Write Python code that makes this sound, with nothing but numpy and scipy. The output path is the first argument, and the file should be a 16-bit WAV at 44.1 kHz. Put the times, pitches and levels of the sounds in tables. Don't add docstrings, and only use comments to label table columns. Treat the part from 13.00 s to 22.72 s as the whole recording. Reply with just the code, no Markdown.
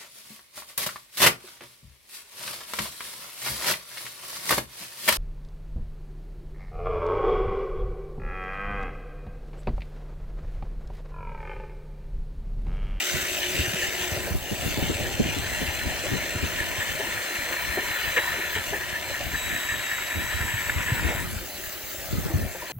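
import sys
import numpy as np
from scipy import signal
from scipy.fft import rfft, irfft, next_fast_len
from scipy.io import wavfile
from scipy.ndimage import uniform_filter1d, map_coordinates

SR = 44100
rng = np.random.default_rng(int(sys.argv[2]) if len(sys.argv) > 2 else 0)


def transcribe(u):
    v = np.clip(np.atleast_2d(u).T, -1, 1)
    q = np.round(v * 32767).astype(np.int16)
    wavfile.write(sys.argv[1], SR, q)


N = 428652

BARS = 14
GEAR = 53.3

# time in seconds, level in dB of the bright shaving, level in dB of the chips on the flights.
CUTTING = [(0.0, -29.5, -43), (1.05, -32, -40), (1.25, -37, -37.5), (1.36, -44.5, -45), (1.62, -34, -38.5),
           (7.69, -39.5, -47), (8.15, -42, -40), (8.26, -44, -47), (8.55, -46.5, -46), (8.83, -45.5, -49),
           (9.15, -46, -44.5), (9.39, -54, -40.5), (9.72, -42.5, -51)]
# start in seconds, level in dB, length in seconds.
CATCHES = [(5.161, -7.5, 0.033), (5.549, -15, 0.048), (7.693, -10, 0.01)]
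# start in seconds, level in dB, frequency in Hz.
WALL_KNOCKS = [(1.161, -32, 427), (1.271, -28, 573), (3.037, -29.5, 516), (3.995, -28, 405),
               (4.02, -40, 550), (4.77, -26.5, 388), (5.169, -22, 494), (5.382, -32.5, 390),
               (5.561, -30.5, 430), (5.725, -28.5, 400), (5.748, -33, 523), (6.098, -32, 550),
               (6.202, -32.5, 574), (8.107, -29, 540), (9.298, -29, 324), (9.546, -33, 534),
               (9.621, -29.5, 970), (9.696, -33.5, 970)]
# start in seconds, level in dB, frequency in Hz, level in dB of the fluttering top,
# angle in degrees whose cosine weights the left port and whose sine weights the right
AIR_PUSHES = [(0.142, -23, 126, -48, 89), (0.589, -18, 77, -37, 50), (0.678, -28, 108, -38, 59),
              (0.737, -24, 170, -39, 60), (1.119, -24, 88, -35, 46), (1.169, -27, 89, -42, 38),
              (1.306, -22, 81, -36, 57), (1.344, -16, 62, -30.5, -58), (1.517, -25, 106, -28, 57),
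              (1.65, -27, 104, -36, 88), (1.777, -26, 99, -23, 43), (1.823, -20, 164, -24.5, -17),
              (1.898, -26, 73, -25, 21), (2.002, -26, 145, -37, 5), (2.199, -13, 174, -17, 35),
              (2.25, -27, 75, -31, 34), (2.285, -28, 90, -38, 47), (2.369, -29, 75, -30, 24),
              (2.616, -28, 70, -27, 34), (2.679, -29, 75, -39, 35), (2.858, -25, 109, -33, -21),
              (3.115, -21, 107, -33, 47), (3.138, -21, 131, -37, -23), (3.354, -23.5, 100, -35, 53),
              (3.426, -21, 80.5, -31, 30), (3.779, -28, 90, -43, 37), (4.15, -36, 75, -60, 43),
              (4.694, -29, 65, -53, 37), (5.557, -29, 83, -47, 46), (5.581, -30, 85, -51, 47),
              (6.33, -29, 65, -40, 24), (7.163, -25.5, 80, -54, 30), (7.342, -21, 80, -49, -74),
              (7.404, -20.5, 80, -56, 35), (7.538, -22, 100, -52, 55), (7.759, -21, 76.5, -56, 39),
              (7.919, -14.5, 118, -50, 42), (8.046, -16.5, 70.5, -39, 16), (8.321, -33, 86, -40, 48),
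              (9.128, -17, 134, -31, -41), (9.183, -20, 150, -39, -59), (9.257, -20, 160, -28, -37),
              (9.338, -17, 91, -29, 32), (9.354, -14, 111, -34, -20)]


def motor():
    # time in seconds, levels in dB of the commutator tone, its second multiple,
    # the order just above that, and the third multiple.
    whine_levels = [(0, -44, -43, -48, -66), (.85, -54, -55, -65, -68), (1.3, -56, -70, -66, -66),
                    (1.5, -69, -72, -70, -66), (1.69, -53.5, -68, -68, -68), (2.5, -45.5, -66, -59, -60),
                    (3.3, -46.5, -65, -66, -68), (3.55, -51, -62, -56, -66), (3.9, -52.5, -46, -55, -70),
                    (4.3, -46, -52, -56, -57), (5.25, -42, -60, -53, -54), (5.5, -47, -70, -68, -55),
                    (5.65, -49, -62, -65, -57), (5.9, -52, -49, -55, -60), (6.15, -45, -60, -60, -55),
                    (6.19, -55, -60, -62, -62), (6.3, -52, -56, -58, -48), (6.38, -41, -36, -48, -51),
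                    (7.35, -45, -40, -53, -49), (7.45, -49, -37.5, -48, -49), (7.97, -51, -38, -52, -51),
                    (8.22, -51, -41, -50, -58), (8.32, -54, -68, -70, -66), (8.4, -70, -50, -70, -54),
                    (8.9, -65, -50, -66, -45), (9.72, -66, -68, -68, -65)]
    # order, level in dB, phase blur in cycles.
    second_orders = [(28.2, -7, 0.23), (24.8, -22, 0.074), (25, -14, 0.078)]
    # order, level in dB, phase blur in cycles.
    third_orders = [(42, 0, .2), (43, -1.5, .2), (44, -7, .2)]
    tone_db, second_db, above_db, third_db = curves(whine_levels)
    turns = rotor()

    def tone(order, blur, rate=220):
        level = np.sqrt(2) * amp(1.3 * wobble(25))
        return level * np.sin(2 * np.pi * (order * turns + blur * wobble(rate)))

    whine = amp(tone_db) * tone(BARS, 0.14, rate=70)
    whine += amp(above_db) * tone(2 * BARS + 1, 0.31)
    whine += amp(second_db) * sum(amp(db) * tone(order, blur) for order, db, blur in second_orders)
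    whine += amp(third_db) * sum(amp(db) * tone(order, blur) for order, db, blur in third_orders)
    return fan_hiss() + whine * [[1], [0]]


def fan_hiss():
    # time in seconds, level in dB.
    hiss_levels = [(0.0, -34), (1.38, -39), (1.65, -36.5), (2.03, -41.5), (5.06, -35), (5.98, -39.5),
                   (8.23, -37), (8.93, -36.5), (9.18, -38), (9.72, -39)]
    # frequency in Hz, relative spectral density in dB per Hz.
    hiss_spectrum = [(530, -51), (900, -15), (1290, 0), (3290, -8), (3580, -6.5), (3990, -3.5), (5520, -6),
                     (7550, -3.5), (8510, -12), (11900, -6.5), (13000, -9), (15000, -0.5), (15900, -1.5)]
    level = amp(curves(hiss_levels)[0] + 0.6 * wobble(10))
    return level * rush(hiss_spectrum, patchy_db=3.0, grain_db=1.1, blotch_db=2)


def rotor():
    ripple_hz_per_db, ripple_lead, waver_hz = 1.5, .1, 8
    pitch = speed() + ripple_hz_per_db * surge(ripple_lead) + waver_hz * wobble(14)
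    return np.cumsum(pitch) / SR / BARS


def speed():
    # time in seconds, frequency in Hz.
    base_pitch = [(0, 3680), (.15, 3680), (.35, 3760), (1.12, 3760), (1.37, 4500), (1.49, 4626),
                  (1.7, 4339), (2.04, 4270), (2.29, 4156), (2.5, 4112), (3.3, 4148), (3.9, 4225),
                  (4.55, 4185), (5.08, 4015), (5.2, 3894), (5.38, 4075), (5.655, 4235), (5.7, 4345),
                  (5.92, 4233), (6.14, 4102), (6.4, 3871), (7.15, 3847), (7.34, 3950), (7.4, 3870),
                  (7.65, 3830), (7.83, 3860), (7.91, 3940), (8.08, 3753), (8.22, 3839), (8.33, 4480),
                  (8.4, 4850), (8.55, 5090), (8.75, 5000), (9.72, 5000)]
    # centre in seconds, drop of the commutator tone in Hz, half width in seconds at 1/e of the drop.
    stumble_rows = [(2.02, 67, 0.068), (2.455, 59, 0.06), (2.693, 80, 0.08), (2.869, 90, 0.048),
                    (3.08, 136, 0.046), (3.181, 89, 0.021), (3.643, 83, 0.031), (4.293, 118, 0.045),
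                    (4.43, 86, 0.058), (4.626, 80, 0.036), (5.48, 94, 0.039), (5.572, 270, 0.022),
                    (5.641, 290, 0.028), (5.76, 129, 0.08), (6.79, 51, 0.03), (6.882, 50, 0.018),
                    (6.995, 47, 0.026), (8.04, 92, 0.027)]
    t = np.arange(N) / SR
    drop = sum(hz * np.exp(-((t - s) / width) ** 2) for s, hz, width in stumble_rows)
    return curves(base_pitch)[0] - drop


def surge(lead):
    # time in seconds, size of the swing in dB.
    surge_sizes = [(0, 1.5), (2, 1), (4, 1.8), (6.6, 1.2), (7.4, 3), (8.15, 3), (8.3, 0)]
    blade_angle = -.43
    auger_turns = np.cumsum(speed()) / SR / BARS / GEAR
    return curves(surge_sizes)[0] * np.cos(2 * np.pi * (2 * auger_turns + blade_angle + lead))


def blades():
    return grinding() + shaving() + loose_chips() + wall_knocks()


def catches():
    return swells([(s, amp(db - 15.5), length) for s, db, length in CATCHES])


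def grinding():
    # time in seconds, level in dB.
    load_levels = [(0, -48.5), (1.15, -36.5), (1.4, -44.5), (1.75, -43.5), (2.4, -38.5), (3.2, -34.5),
                   (4.2, -35), (4.9, -31.5), (5.3, -30), (5.67, -37), (6.2, -36), (6.7, -32.5),
                   (7.4, -32.5), (8.12, -31), (8.235, -39.5), (8.27, -41), (8.5, -50), (9.1, -50.5),
                   (9.3, -41.5), (9.72, -44)]
    # start in seconds, level in dB.
    chatter_rows = [(.235, -34), (.418, -36), (.63, -41), (.815, -34), (.985, -45), (2.04, -39),
                    (2.43, -41), (3.195, -38), (3.585, -37), (3.8, -32), (4.0, -35), (4.165, -37),
                    (4.355, -44), (4.52, -34), (4.7, -38), (4.895, -35), (5.03, -41), (5.268, -37),
                    (5.405, -36), (5.73, -31), (5.8, -35), (5.94, -36), (6.135, -38), (6.335, -30),
                    (6.49, -37), (6.55, -39), (6.685, -33), (6.91, -37), (7.28, -45), (7.475, -40),
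                    (7.525, -39), (7.86, -35), (7.975, -45), (8.085, -46), (8.175, -40)]
    # time in seconds, level in dB over the load.
    ring_levels = [(2, -6.5), (4.5, -6.5)]
    # frequency in Hz, relative spectral density in dB per Hz.
    rasp_spectrum = [(500, -25), (850, -17), (989, -5), (1100, -14), (1330, -9), (1480, -4.5), (1580, -10),
                     (1770, -3.5), (2050, -4), (2270, -4), (2500, -7), (3600, -16.5), (4680, -58),
                     (7920, -120)]
    # frequency in Hz, relative spectral density in dB per Hz.
    ring_spectrum = [(1200, -120), (1560, -14), (1700, -1), (1795, 2), (1890, -2), (2100, -27),
                     (2800, -120)]
    surge_db, catch = surge(lead=0), catches()
    load_db = curves(load_levels)[0]
    chatter = swells([(s, amp(db), 0.042) for s, db in chatter_rows])
    rasp = amp(load_db - 2.5 + 0.35 * surge_db + 0.15 * wobble(16)) + 0.65 * catch + 0.2 * chatter
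    ring = amp(load_db + curves(ring_levels)[0] + surge_db + 2.5 * wobble(20)) + 0.83 * catch + chatter
    rasp_noise = rush(rasp_spectrum, patchy_db=2.2, grain_db=1.65)
    ring_noise = rush(ring_spectrum, patchy_db=0.5, grain_db=-0.5)
    return rasp * rasp_noise + ring * ring_noise


def shaving():
    # frequency in Hz, relative spectral density in dB per Hz.
    shave_spectrum = [(760, -26), (1150, -36), (1300, -9), (1480, -6), (1750, -1.5), (2150, -0.5),
                      (2480, -1), (2800, 2.5), (3050, 0), (3300, -5), (3570, -3), (3850, -8.5),
                      (4080, -9.5), (5500, -11.5), (5850, -8.5), (6060, -4), (6810, -13), (7610, -6),
                      (8250, -13), (10000, -20), (13000, -16.5), (22000, -120)]
    shave_db, _ = curves(CUTTING)
    level = amp(shave_db + 0.043 * surge(lead=0) + .4 * wobble(18)) + 0.15 * catches()
    return level * rush(shave_spectrum, patchy_db=2.9, grain_db=1.8, blotch_db=1.2)


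def loose_chips():
    # frequency in Hz, relative spectral density in dB per Hz.
    chip_spectrum = [(60, -58), (190, -8.5), (270, -6.5), (361, 1.5), (451, -5.5), (590, 3), (740, -1.5),
                     (986, -9.5), (1200, -18.5), (1560, -56), (2640, -120)]
    _, chips_db = curves(CUTTING)
    jolt = swells([(s, amp(db - 10.5), .03) for s, db, _ in WALL_KNOCKS])
    level = amp(chips_db + 0.33 * surge(lead=0) + 0.31 * wobble(8)) + jolt
    return level * rush(chip_spectrum, patchy_db=2.5, grain_db=1.24)


def wall_knocks():
    shares = [np.array([[.8], [.2]])] * len(WALL_KNOCKS)
    return thuds(WALL_KNOCKS, shares, life=2.84, scatter=0.29)


def shaft():
    # time in seconds, level in dB.
    hum_levels = [(0.0, -45.5), (1.35, -40), (1.45, -82)]
    mode_hz, width_hz = 363, 30

    def mode(f):
        return 1j * f * width_hz / (mode_hz ** 2 - f * f + 1j * f * width_hz)

    cycles = mode_hz * np.arange(N) / SR + .15 * wobble(25)
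    steady = amp(4 * wobble(20)) * np.sin(2 * np.pi * cycles)
    rough = unit(filtered(rng.standard_normal(N), mode))
    return amp(curves(hum_levels)[0]) * unit(steady + .45 * rough) * [[1], [0]]


def wind():
    lean_db = [[.6], [-.6]]
    return (turbulence() + air_pushes()) * amp(lean_db)


def turbulence():
    # time in seconds, level in dB of the buffeting.
    wind_levels = [(0.03, -71), (0.14, -31.5), (0.45, -48), (0.6, -39.5), (1.35, -40), (1.58, -39),
                   (1.72, -34), (2.0, -33.5), (3.45, -39.5), (3.6, -40.5), (4.15, -46), (4.32, -52),
                   (4.7, -43), (5.4, -45.5), (6.35, -41), (6.97, -49), (7.17, -41), (8.1, -32), (8.39, -34),
                   (8.52, -50), (8.85, -48.5), (9.34, -25), (9.42, -28), (9.55, -42), (9.6, -48),
                   (9.69, -56)]
    # frequency in Hz, relative spectral density in dB per Hz.
    buffet_spectrum = [(20, -17), (45, -5), (65, -2.5), (110, -5.5), (150, -13), (300, -20), (600, -120)]
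    # frequency in Hz, relative spectral density in dB per Hz.
    flutter_spectrum = [(70, -45), (130, 3), (300, 1.5), (420, -4), (700, -19.5), (1400, -120)]
    wake = swells([(s, amp(db - 21.5), .045) for s, db, *_ in AIR_PUSHES])
    low = amp(curves(wind_levels)[0]) + wake
    lumps = amp(1.5 * np.array([wobble(14), wobble(21)]) + 2.4 * wobble(12))
    tops = swells([(s - .005, amp(top_db), .025) for s, _, _, top_db, _ in AIR_PUSHES])
    buffet = low * unit(lumps * rush(buffet_spectrum, patchy_db=-0.5, grain_db=5.5))
    flutter = low * amp(-7) * unit(lumps ** 2) + tops
    return buffet + flutter * rush(flutter_spectrum, patchy_db=1, grain_db=-1.5)


def air_pushes():
    angles = np.radians([row[4] for row in AIR_PUSHES])
    shares = [np.sqrt(2) * np.array([[np.cos(a)], [np.sin(a)]]) for a in angles]
    pushes = thuds([row[:3] for row in AIR_PUSHES], shares, life=.6, scatter=.08)
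    return filtered(pushes, lambda hz: 1j * hz / (40 + 1j * hz))


def ports(pair):
    # frequency in Hz, likeness from 0 to 1, phase in radians by which the left leads,
    # left over right in dB.
    port_rows = [(300, .9, -.1, 1.5), (860, .93, 0, 2.5), (1200, .65, -1, 2), (1800, .93, -.9, 2),
                 (2900, .75, -1.4, 2), (3600, .56, -.9, 2), (4100, .62, .4, 1.2), (5000, .55, -2, .5),
                 (5650, .3, -3, .5), (6050, .48, -.3, .5), (6800, .1, 0, .5), (7750, .75, 0, .2),
                 (10000, .6, 0, 0), (16000, .66, 0, .8)]
    at, *columns = np.transpose(port_rows)
    hz = np.fft.rfftfreq(next_fast_len(N + 8192), 1 / SR)
    alike, lead, lean_db = (np.interp(hz, at, c) for c in columns)
    turn = np.arccos(alike) / 2
    same, apart = filtered(pair, lambda _: np.array([np.cos(turn), np.sin(turn)]))
    half = amp(lean_db / 2) * np.exp(.5j * lead)
    return filtered(np.array([same + apart, same - apart]), lambda _: 1.156 * np.array([half, 1 / half]))


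def thuds(rows, shares, life, scatter):
    out, t = np.zeros((2, N + SR)), np.arange(SR // 8) / SR
    for (s, db, hz), share in zip(rows, shares):
        u = hz * t / life
        phase = rng.random() + scatter * rng.standard_normal((2, 1))
        wave = np.sin(2 * np.pi * (hz * t + phase))
        out[:, round(s * SR):][:, :len(t)] += amp(db) * share * u * np.exp(1 - u) * wave
    return out[:, :N]


def swells(rows):
    out = np.zeros(N + SR)
    for s, size, length in rows:
        u = np.arange(int(3 * abs(length) * SR) + 2) / (abs(length) * SR + 1)
        out[round(s * SR):][:len(u)] += size * (1 - np.exp(-8 * u)) * np.exp(-u ** 3)
    return out[:N]


def rush(spectrum, patchy_db, grain_db, blotch_db=0):
    grain = amp(grain_db * wobble(300))
    z = signal.stft(rng.standard_normal((2, N)) * grain, nperseg=512)[2]

    def field(wide, long):
        across = uniform_filter1d(rng.standard_normal(z.shape[1:]), size=wide, axis=0)
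        return unit(uniform_filter1d(across, size=long, axis=1))

    gain = amp(patchy_db * field(2, 12) + blotch_db * field(14, 7))
    pair = signal.istft(z * gain, nperseg=512)[1][:, :N]
    return unit(filtered(pair, lambda hz: amp(along(spectrum, hz))))


def filtered(x, response):
    m = next_fast_len(N + 8192)
    return irfft(rfft(x, m) * response(np.fft.rfftfreq(m, 1 / SR)), m)[..., :N]


def wobble(rate):
    knots = rng.standard_normal(int(N * rate / SR) + 4)
    return map_coordinates(knots, [np.arange(N) * rate / SR])


def curves(rows):
    s, *cols = np.transpose(rows)
    return [np.interp(np.arange(N) / SR, s, c) for c in cols]


def along(points, hz):
    f, v = np.transpose(points)
    return np.interp(np.log(hz + 1), np.log(f + 1), v)


def amp(db):
    return 10 ** (np.asarray(db) / 20)


def unit(x):
    return x / np.sqrt(np.mean(x ** 2) + 1e-20)


def scene():
    return ports(motor() + blades() + shaft()) + wind()


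def record(dry):
    return filtered(dry, lambda hz: hz < 15850)


dry = scene()
out = record(dry)
transcribe(out)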